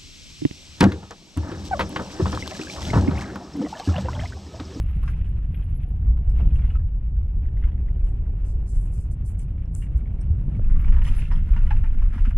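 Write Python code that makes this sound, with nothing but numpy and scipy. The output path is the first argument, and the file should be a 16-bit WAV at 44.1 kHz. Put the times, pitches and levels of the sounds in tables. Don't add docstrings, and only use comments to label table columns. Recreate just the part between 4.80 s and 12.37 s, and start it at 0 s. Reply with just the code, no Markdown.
import sys
import numpy as np
from scipy import signal
from scipy.fft import rfft, irfft
from scipy.io import wavfile
from scipy.ndimage import uniform_filter1d

SR = 44100
rng = np.random.default_rng(int(sys.argv[2]) if len(sys.argv) > 2 else 0)


def waveform_to_disk(signal):
    frames = np.transpose(np.atleast_2d(signal))
    scaled = np.clip(frames, -1, 1) * 32767
    samples = np.round(scaled).astype(np.int16)
    wavfile.write(sys.argv[1], SR, samples)


N = 333837
TIME = np.arange(N) / SR

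# t/s, then relative level/dB of rumble, cabin drone and tyre roar
ROAD_SHAKING = [(0.0, -22, -34.5, -54.5), (1.05, -25.5, -34, -56), (1.35, -19.5, -33, -53),
                (1.47, -18.5, -38.5, -52), (1.62, -16, -29, -48), (1.85, -17.5, -34.5, -53.5),
                (2.2, -23, -39.5, -57), (2.85, -21, -37, -52), (3.45, -24, -37.5, -52),
                (3.7, -22.5, -39, -52.5), (4.3, -26, -34, -54), (4.9, -27, -34, -54.5),
                (5.35, -26, -34, -50.5), (5.6, -23, -30, -51.5), (5.78, -25.5, -30.5, -47.5),
                (5.85, -24, -32.5, -54.5), (6.15, -27, -30.5, -52.5), (6.55, -26.5, -33.5, -58),
                (6.9, -21, -34, -55.5), (7.15, -26.5, -36.5, -55.5), (7.35, -25, -39, -55),
                (7.57, -21, -37, -61)]
# f/Hz, level/dB
CRUNCH_SPECTRUM = [(450, -1.5), (720, 0), (1300, 1), (2000, -6.5), (2800, -6.5), (3300, -12.5),
                   (3900, -18.5), (5000, -41)]
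# t/s, peak level/dB, centre f/Hz, pitch factor of the spot hit,
# chatter decay t/s, level/dB of crack against ring
STONE_IMPACTS = [(0.232, -42.5, 1300, 1.5, 0.016, 5), (0.279, -34, 1600, 1.8, 0.0051, 2),
                 (1.268, -52, 1055, 1.27, 0.0044, -5), (1.373, -48, 1100, 1.17, 0.0033, -1),
                 (1.493, -47.5, 1620, 1, .003, -6.5), (1.572, -49, 1136, 0.75, 0.0047, -2),
                 (1.601, -46.5, 1050, 1.1, 0.012, 2), (1.792, -44.5, 1500, 1.3, 0.0045, 0),
                 (1.821, -46, 1990, 1.2, 0.0033, -0.5), (1.843, -47, 1800, 1, 0.0098, 2),
                 (1.953, -39, 1260, 1.46, 0.0061, -2), (1.997, -52, 1390, 1.9, 0.0061, 3.5),
                 (2.84, -45, 1690, 1.4, 0.0047, 4), (2.874, -47, 1400, 1.1, 0.0063, -3),
                 (2.89, -50, 1400, 0.97, 0.0043, -5.5), (5.021, -47, 2320, 1.04, 0.017, -3),
                 (5.898, -46.5, 1350, 1.2, 0.013, -4), (5.96, -44.5, 1200, 1.3, 0.012, -9),
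                 (5.998, -40, 1650, 1.28, .009, -4), (6.045, -37.5, 1690, 1.3, 0.0065, 2),
                 (6.081, -36.5, 1850, 1.08, 0.0071, -5), (6.125, -35, 1640, 1.1, 0.007, 5),
                 (6.144, -39.5, 1600, 1.24, 0.0064, 3), (6.166, -37, 1510, 1.1, 0.0092, -5),
                 (6.185, -40.5, 1400, 1.4, 0.0055, 3), (6.218, -37, 1900, 1.06, 0.0046, -3),
                 (6.247, -40, 1900, 0.96, 0.0051, 0), (6.269, -36.5, 1600, 1.1, 0.018, -8),
                 (6.346, -51, 1900, 1.1, .006, -4), (6.382, -42, 1800, 1, 0.01, -8),
                 (6.419, -52, 1710, 1.14, .005, -6), (6.514, -33, 1300, 1.06, 0.013, -3),
                 (6.689, -45, 1500, 0.84, .005, 2), (6.765, -30.5, 1290, 1.04, 0.012, -6),
                 (6.87, -39, 1490, 1.1, 0.0078, -6), (6.908, -23, 1440, 0.94, 0.0083, -10),
                 (7.042, -35, 1250, 1.01, 0.0049, -10.5), (7.061, -43, 2140, 0.9, .016, 0),
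                 (7.172, -49, 1600, 1.13, 0.032, 2), (7.222, -46.5, 1900, 1.1, 0.0072, 5),
                 (7.331, -41.5, 1600, 0.94, 0.027, 9), (7.381, -36.5, 1290, 1.1, 0.008, 1),
                 (7.452, -37.5, 1980, 0.96, 0.0075, 10), (7.509, -39.5, 1330, 0.74, 0.004, -4)]


def undb(db):
    return 10 ** (np.asarray(db) / 20)


def unit(x):
    return x / np.sqrt(np.mean(x ** 2) + 1e-18)


def at_peak(x, db):
    return undb(db) * x / np.abs(x).max(axis=1, keepdims=True)


def steady(x, seconds):
    return x / np.sqrt(uniform_filter1d(x ** 2, int(seconds * SR), axis=-1) + 1e-18)


def curves(table):
    times, *columns = np.transpose(table)
    return [np.interp(TIME, times, column) for column in columns]


def colour(x, points):
    hz, db = np.transpose(points)
    f = np.maximum(np.fft.rfftfreq(x.shape[-1], 1 / SR), 1)
    skirts = np.minimum(f / hz[0], 1) ** 4 * np.minimum(hz[-1] / f, 1) ** 4
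    return irfft(rfft(x) * undb(np.interp(np.log(f), np.log(hz), db)) * skirts, x.shape[-1])


def split(x, hz):
    f = np.fft.rfftfreq(x.shape[-1], 1 / SR)
    low = 1 / (1 + (f / hz) ** 12)
    return [irfft(rfft(x) * np.sqrt(share), x.shape[-1]) for share in (low, 1 - low)]


def bandpass(x, low_hz, high_hz, order):
    return signal.sosfilt(signal.butter(order, (low_hz, high_hz), "bandpass", fs=SR, output="sos"), x)


def excite(force, response):
    return signal.fftconvolve(force, np.atleast_2d(response), axes=1)[:, :force.shape[1]]


def sine(hz, t):
    return np.sin(2 * np.pi * hz * t)


def walk(rate):
    hold = int(SR / rate)
    steps = np.repeat(rng.standard_normal(N // hold + 1), hold)
    return unit(uniform_filter1d(uniform_filter1d(steps, hold), hold)[:N])


def grains(rate, spread_db):
    size = undb(spread_db * np.minimum(rng.exponential(size=N), 5))
    return unit((rng.random(N) < rate / SR) * size * rng.standard_normal((2, N)))


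def swell(start, length, edge=6):
    u = 2 * (TIME - start) / length - 1
    return 1 / (1 + np.abs(u) ** np.where(u < 0, 2 * edge, edge))


def at_window(start_s=5.783, move_s=0.068):
    return np.clip((TIME - start_s) / move_s, 0, 1)


def stereo(pair):
    # f/Hz, level/dB
    side_spectrum = [(8, -38), (40, -37), (85, -38.5), (170, -36), (350, -20.5), (700, -16.5), (1400, -10),
                     (2800, -7), (5500, 4), (9000, -2.5), (15600, 3)]
    return pair[0] + colour(pair[1], side_spectrum) * np.array([[1], [-1]])


def body(sway_db=-6, turbulence_db=-18):
    # f/Hz, level/dB
    shell_spectrum = [(20, -3), (30, -3), (42, 3), (52, 3.5), (80, -6.5), (110, -16), (160, -20.5),
                      (200, -29), (275, -39.5), (350, -43.5), (450, -46.5), (700, -52.5), (900, -57.5)]
    # f/Hz, level/dB
    air_spectrum = [(8, -31.5), (15, -2), (22, -11.5), (28, 4), (40, -18.5)]
    rumble_db, drone_db, roar_db = curves(ROAD_SHAKING)
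    shell = colour(grains(rate=2600, spread_db=2.5), shell_spectrum)
    _, audible = split(shell, hz=29.2)
    rumble, rest = split(audible, hz=99.6)
    drone, roar = split(rest, hz=284.2)
    air = colour(rng.standard_normal((2, N)), air_spectrum)
    air_gain = np.hypot(undb(rumble_db + sway_db), undb(turbulence_db) * at_window())
    return (steady(rumble, seconds=0.1) * undb(rumble_db - 0.8)
            + steady(drone, seconds=0.24) * undb(drone_db + 0.14)
            + steady(roar, seconds=0.25) * undb(roar_db - 2.03)
            + steady(air, seconds=0.24) * air_gain)


def gravel(crunch_db=-67, roar_ref_db=-52.5, window_db=8, upper_db=-6.5, grit_db=-16, ring_db=-6.5):
    # start t/s, length t/s, level/dB, level/dB of upper band against lower
    patches = [(0, 0.46, -61, -1), (0.433, 0.72, -67, -2.5), (1.542, 0.22, -63, 2.5),
               (1.75, 0.22, -60.5, -3), (2.81, 0.099, -63, -3), (5.245, 0.054, -68.5, -11),
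               (6.242, 0.26, -53.5, 2.5), (6.5, 0.17, -58, -1.5), (7.1, 0.3, -64.5, -6),
               (6.663, 0.36, -56.5, -5), (7.336, 0.18, -57.5, -3)]
    # f/Hz, level/dB
    grit_spectrum = [(3600, -2.5), (4200, 0.5), (5400, 0.5), (7000, -2.5), (9200, -1), (10500, 2),
                     (12000, -8.5), (15600, -17.5)]
    # start t/s, length t/s, level/dB
    sprays = [(0.257, 0.053, -72), (6.24, 0.064, -61), (6.34, 0.084, -67)]
    roar_db = curves(ROAD_SHAKING)[2]
    rolling = undb(crunch_db + 0.66 * (roar_db - roar_ref_db) + window_db * at_window())
    beds = [(rolling, upper_db)] + [(undb(db) * swell(s, length), tilt) for s, length, db, tilt in patches]
    tyre_gain = np.sqrt(sum(gain ** 2 for gain, _ in beds))
    beds += [(undb(db - 22) * swell(s, length=0.02), upper_db) for s, db, *_ in STONE_IMPACTS]
    low_gain = np.sqrt(sum(gain ** 2 / (1 + undb(tilt) ** 2) for gain, tilt in beds))
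    high_gain = np.sqrt(sum(gain ** 2 / (1 + undb(-tilt) ** 2) for gain, tilt in beds))
    clusters = undb(1.9 * walk(rate=50))
    grinding = unit(colour(grains(rate=3000, spread_db=-1.5), CRUNCH_SPECTRUM))
    clatter = unit(colour(pebbles(), CRUNCH_SPECTRUM)) * undb(-4.5 + 4 * at_window())
    ringing = unit(excite(grinding, wheel_arch(pitch=0.79, centre_hz=1800, focus_db=8.5)))
    low, high = split(grinding + clatter + ringing * undb(ring_db) * at_window(), hz=2180)
    crunch = steady(low, seconds=0.95) * low_gain + steady(high, seconds=1.0) * high_gain
    grit = unit(colour(grains(rate=3200, spread_db=0.5), grit_spectrum))
    spray_gain = sum(undb(db) * swell(s, length) for s, length, db in sprays)
    return clusters * (crunch + grit * undb(grit_db) * tyre_gain) + grit * spray_gain


def pebbles(rate=340, spread_db=3.0, ring_s=0.002, low_hz=720, high_hz=3200):
    out, t = np.zeros((2, N)), TIME[:SR // 25]
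    for when, pitch, smallness, phase in rng.random((int(rate * N / SR), 4)):
        hz = low_hz + (high_hz - low_hz) * pitch
        ping = np.exp(-t / ring_s) * np.sin(2 * np.pi * (hz * t + np.array([[0], [phase]])))
        add(out, when * N / SR, undb(-spread_db * np.log(smallness + 0.0078)) * ping)
    return unit(out)


def squeaks(tone_width_hz=45, scrape_width_hz=520, chatter_db=1.0):
    # start t/s, length t/s, f/Hz, level/dB, level/dB of scrape against tone
    chirps = [(0.008, 0.025, 11150, -61.5, -1), (0.055, 0.071, 11450, -71.5, -1),
              (0.155, 0.023, 11200, -71, 4), (0.229, 0.014, 11100, -59, 8), (0.304, .025, 11200, -64, 8),
              (0.483, .022, 10900, -69, 1), (0.74, 0.05, 11420, -69, -14), (0.832, 0.025, 10850, -67.5, 3),
              (0.896, 0.014, 11100, -77, -4), (0.946, 0.036, 11100, -64, 1), (1.019, 0.024, 11100, -68, -3),
              (1.084, .012, 11100, -72, -3), (1.736, 0.036, 10300, -68, 11),
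              (5.991, 0.035, 11450, -62.5, -3), (6.078, 0.027, 11500, -77, 3), (6.16, 0.018, 11600, -72, 4),
              (6.361, 0.037, 10400, -52.5, -14), (6.54, 0.057, 10260, -67.5, 0)]
    thin = unit(split(rng.standard_normal((2, N)), tone_width_hz)[0])
    wide = unit(split(rng.standard_normal((2, N)), scrape_width_hz)[0])
    chatter = unit(undb(chatter_db * walk(rate=160)))
    out = np.zeros((2, N))
    for s, length, hz, db, scrape_db in chirps:
        part = slice(max(int((s - length) * SR), 0), int((s + 3 * length) * SR))
        waver = (thin[:, part] + undb(scrape_db) * wide[:, part]) / np.hypot(1, undb(scrape_db))
        out[:, part] += undb(db) * swell(s, length)[part] * waver * sine(hz, TIME[part])
    return out * chatter


def stones(first_touch=4.8, crack_focus_db=11, chip_db=-17, floor_band_hz=(700, 3200)):
    # f/Hz, level/dB
    chip_spectrum = [(3200, 3.5), (4200, -4), (5500, -3.5), (6500, -12), (10500, -15.5)]
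    out, t = np.zeros((2, N)), TIME[:SR // 6]
    for s, db, centre_hz, pitch, chatter_s, crack_db in STONE_IMPACTS:
        ring = wheel_arch(pitch, centre_hz, focus_db=9)
        contacts, crack, chip = rng.standard_normal((3, 2, len(t)))
        contacts = contacts * np.exp(-t / chatter_s) * (rng.random(len(t)) < .1)
        contacts[:, 0] += first_touch
        burst = (1 - np.exp(-t / 0.00071)) * np.exp(-t / (2.2 * chatter_s))
        focused = [(hz, level - crack_focus_db * np.log2(hz / centre_hz) ** 2)
                   for hz, level in CRUNCH_SPECTRUM]
        knock = unit(excite(contacts, ring)) + undb(crack_db) * unit(colour(crack, focused) * burst)
        edge = undb(chip_db + crack_db) * unit(colour(chip, chip_spectrum) * burst)
        add(out, s - .002, at_peak(bandpass(knock, *floor_band_hz, order=6) + edge, db))
    return out


def wheel_arch(pitch, centre_hz, focus_db):
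    # f/Hz, level/dB, t/s to decay by 60 dB
    modes = [(889, 6.5, .085), (1040, -5, 0.07), (1148, -14.5, 0.038), (1335, -9.5, 0.04),
             (1510, -3, 0.027), (1640, 1, 0.02), (1772, -0.5, 0.075), (1940, -2, 0.027), (2256, -4, 0.035),
             (2557, -10.5, 0.032), (2710, 0, 0.072), (2895, -6.5, 0.04)]
    t, phases = TIME[:SR // 6], rng.uniform(0, 2 * np.pi, (len(modes), 2, 1))
    return sum(undb(db - focus_db * np.log2(hz * pitch / centre_hz) ** 2 - 60 * t / t60)
               * np.sin(2 * np.pi * hz * pitch * t + phase) for (hz, db, t60), phase in zip(modes, phases))


def rattles(ring_s=0.004, first_touch=5.2, band_hz=(1400, 3300)):
    # t/s, peak level/dB, ring f/Hz, buzz decay t/s, level/dB of click against ring
    taps = [(0.335, -44.5, 2580, 0.0085, 1), (0.413, -44.5, 2700, 0.0088, 4),
            (0.744, -41.5, 2540, 0.009, 16), (.774, -48, 2600, .006, 2.5), (0.823, -48, 2690, 0.016, 14),
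            (1.004, -53, 2600, .005, 3), (1.032, -47.5, 2700, 0.011, 12),
            (1.609, -45.5, 2800, 0.0062, -7.5), (1.757, -43, 2750, 0.0084, -11),
            (1.902, -42.5, 2950, 0.012, 3), (2.655, -52, 1950, .003, -10.5), (2.686, -53, 1850, .002, -2),
            (2.771, -46.5, 2030, 0.0022, -6.5), (2.826, -44, 2030, .002, -7),
            (2.839, -40, 2080, 0.0059, -6), (2.918, -51.5, 2150, .012, 0), (2.98, -51, 2060, .002, -10),
            (3.085, -48, 2080, 0.0033, -6), (4.551, -54, 2250, .002, 0), (4.596, -51, 2300, 0.0036, 8),
            (4.78, -54, 2350, 0.0037, 5), (4.824, -51.5, 2350, .001, 0), (5.024, -49, 2350, 0.0063, -1),
            (5.041, -53, 2300, .002, -7), (5.067, -50, 2270, .002, -3), (5.14, -57, 2250, 0.0008, -5.5),
            (5.208, -51, 2300, .002, 3), (5.257, -51.5, 2250, .002, -4), (5.272, -51, 2400, 0.0045, -1),
            (5.306, -56, 2270, 0.0017, 0), (5.384, -55, 2300, 0.0025, -7), (5.75, -48, 2300, 0.0028, -6),
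            (6.221, -44, 2850, 0.0055, -7), (6.252, -38, 3400, .005, -10), (6.285, -36, 3300, 0.0072, 0),
            (6.555, -45, 3240, 0.018, -11)]
    # ratio to the ring frequency, level/dB
    modes = [(0.899, -16.5), (1, 4.5), (1.121, -9.5)]
    out, t = np.zeros((2, N)), TIME[:SR // 12]
    for s, db, hz, buzz_s, click_db in taps:
        contacts = rng.standard_normal((2, len(t))) * np.exp(-t / buzz_s) * (rng.random(len(t)) < .3)
        contacts[:, 0] += first_touch
        click = bandpass(contacts, *band_hz, order=6)
        ring = sum(undb(level) * sine(hz * ratio, t) for ratio, level in modes) * np.exp(-t / ring_s)
        tap = unit(excite(click, ring)) + undb(click_db) * unit(click)
        add(out, s, at_peak(tap, db))
    return out


def panels():
    # start t/s, length t/s, centre f/Hz, width f/Hz of each filter pass, level/dB
    hums = [(0.993, 1.0, 713, 89.4, -66.5), (2.456, 1.79, 366.4, 81.3, -59), (5.849, 1.1, 516, 109, -63.5)]
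    out = 0
    for s, length, hz, width_hz, db in hums:
        band_hz = (hz - width_hz / 2, hz + width_hz / 2)
        shaking = grains(rate=900, spread_db=2.0)
        hum = bandpass(bandpass(shaking, *band_hz, order=1), *band_hz, order=1)
        out = out + unit(hum) * undb(db) * swell(s, length)
    return out


def ruts(rise_s=0.0122):
    # t/s, envelope peak level/dB, f/Hz
    jolts = [(1.287, -8.5, 48), (1.757, -14, 50.7), (2.388, -12, 61.2), (2.851, -8, 41), (3.24, -8, 39.8),
             (3.978, -10, 40), (5.159, -12.5, 57.5), (5.511, -10.5, 76.7), (5.785, -17.5, 105.4),
             (5.988, -12.5, 62), (6.154, -8, 55.7), (6.718, -9, 46.8), (7.228, -9.5, 40),
             (7.282, -11, 45.2)]
    out, t = np.zeros(N), TIME[:SR // 4]
    for s, db, hz in jolts:
        add(out, s - rise_s, undb(db) * t / rise_s * np.exp(1 - t / rise_s) * sine(hz, t))
    return out


def chinks(ring_s=0.00068, overtone=1.547):
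    # t/s, peak level/dB, f/Hz, chatter decay t/s, level/dB of overtone against fundamental
    strikes = [(1.492, -59.5, 5320, 0.018, 0.5), (1.754, -61, 6000, 0.0088, -5.5),
               (4.857, -65, 5500, 0.0011, -21), (5.41, -51, 5600, 0.0061, 11),
               (6.083, -57, 5770, 0.0089, -13), (6.517, -57, 5230, 0.039, -14)]
    out, t = np.zeros((2, N)), TIME[:SR // 12]
    for s, db, hz, chatter_s, overtone_db in strikes:
        ring = t * np.exp(-t / ring_s) * (sine(hz, t) + undb(overtone_db) * sine(hz * overtone, t))
        contacts = rng.standard_normal((2, len(t))) * np.exp(-t / chatter_s)
        add(out, s, at_peak(excite(contacts, ring), db))
    return out


def thuds():
    # t/s, peak level/dB, centre f/Hz, decay t/s
    contacts = [(1.597, -34.5, 410, 0.015), (1.652, -45, 478, 0.0081), (4.855, -52, 705, .001),
                (5.794, -31.5, 330, .0012)]
    out, t = np.zeros((2, N)), TIME[:SR // 12]
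    for s, db, centre_hz, decay_s in contacts:
        push = rng.standard_normal((2, len(t))) * np.exp(-t / decay_s)
        add(out, s, at_peak(bandpass(push, centre_hz / 2, centre_hz * 2, order=3), db))
    return out


def brushing(ring_s=0.0022, ring_db=-14.5, focus_db=18, glide_octaves=0.1, fade_db=5):
    shell_modes = (6870, 7430, 8400, 9200, 10500)
    # f/Hz, level/dB
    hiss_spectrum = [(3500, -17), (4400, -6), (5300, -6.5), (6000, -10.5), (6900, -6), (8500, -1.5),
                     (9700, -6.5), (10500, -2.5), (11500, -13), (15600, -16.5)]
    # start t/s, length t/s, level/dB, centre f/Hz
    strokes = [(3.224, 0.11, -75.5, 8400), (3.655, 0.074, -65, 6900), (3.874, 0.12, -62, 7600),
               (4.005, 0.071, -65.5, 8650), (4.124, 0.12, -63, 7900), (4.311, 0.036, -65, 8000),
               (4.458, 0.073, -59.5, 8800), (4.59, 0.052, -64.5, 8560), (4.949, 0.092, -59, 8400),
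               (5.172, 0.018, -66.5, 8200), (5.4, 0.026, -78, 8700)]
    # t/s, envelope peak level/dB, f/Hz, ring t/s
    ticks = [(4.594, -40, 8400, 0.00034), (4.951, -29.5, 7970, 0.00019)]
    out, t = np.zeros((2, N)), TIME[:SR // 100]
    fibres = grains(rate=5600, spread_db=0.0) * undb(1.6 * walk(rate=45))
    ring = sum(sine(hz, t) for hz in shell_modes) * np.exp(-t / ring_s)
    friction = colour(fibres + undb(ring_db) * unit(excite(fibres, ring)), hiss_spectrum)
    bands, glide = [], glide_octaves * walk(rate=39)
    for hz in np.geomspace(4500, 13000, 7):
        band, friction = split(friction, hz=hz * 2 ** (1 / 8))
        bands.append((hz, band * undb(3.4 * walk(rate=45))))
    bands.append((hz, friction))
    for s, length, db, centre_hz in strokes:
        start = int((s - length / 2) * SR)
        part = slice(start, start + SR // 3)
        hiss = unit(sum(band[:, part] * undb(-focus_db * (np.log2(hz / centre_hz) - glide[part]) ** 2)
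                        for hz, band in bands))
        past_middle = np.clip((TIME[part] - s) / length, 0, 2) - .5
        out[:, part] += hiss * undb(db - fade_db * past_middle) * swell(s, length, edge=3.6)[part]
    for s, db, hz, tick_s in ticks:
        add(out, s, undb(db) * t / tick_s * np.exp(1 - t / tick_s) * sine(hz, t))
    return out


def door(hz=215.4, width_hz=63, db=-47.5):
    boom = bandpass(grains(rate=400, spread_db=5.0), hz - width_hz / 2, hz + width_hz / 2, order=2)
    return unit(boom) * undb(db) * at_window()


def buffeting(wander=0.0308, sharpness=1.93, uneven_db=1.0):
    # start t/s, length t/s, level/dB, mean throb f/Hz
    gusts = [(5.853, 0.45, -16.5, 23), (6.83, 0.43, -17.5, 20)]
    drift = 1 + wander * walk(rate=9)
    strength = undb(uneven_db * walk(rate=9.9))
    out = 0
    for s, length, db, hz in gusts:
        throb = -np.exp(sharpness * np.cos(2 * np.pi * np.cumsum(hz * drift) / SR))
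        out = out + unit(throb - throb.mean()) * undb(db) * swell(s, length)
    return out * strength


def arch_cavity(hz=892, t60=.08, dull_under_hz=1550, against_knock_db=-10.0, size_law=1.6, ref_db=-28):
    out, t, near = np.zeros(N), TIME[:SR // 6], at_window()
    note = undb(-60 * t / t60) * (1 - np.exp(-t / 0.0013)) * sine(hz, t)
    for s, db, centre_hz, *_ in STONE_IMPACTS:
        if centre_hz < dull_under_hz:
            note_db = ref_db + against_knock_db + size_law * (db - ref_db)
            add(out, s, note * near[int(s * SR)] * undb(note_db))
    return out


def add(out, s, sound):
    start = max(int(s * SR), 0)
    out[..., start:start + sound.shape[-1]] += sound[..., :N - start]


def scene():
    structure = body() + door() + panels() + thuds()
    contacts = gravel() + stones() + rattles() + chinks() + brushing() + squeaks()
    return stereo(structure + contacts) + arch_cavity() + ruts() + buffeting()


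def record(dry, top_hz=15700):
    return signal.sosfilt(signal.ellip(8, .2, 70, top_hz, fs=SR, output="sos"), dry)


dry = scene()
out = record(dry)
waveform_to_disk(out)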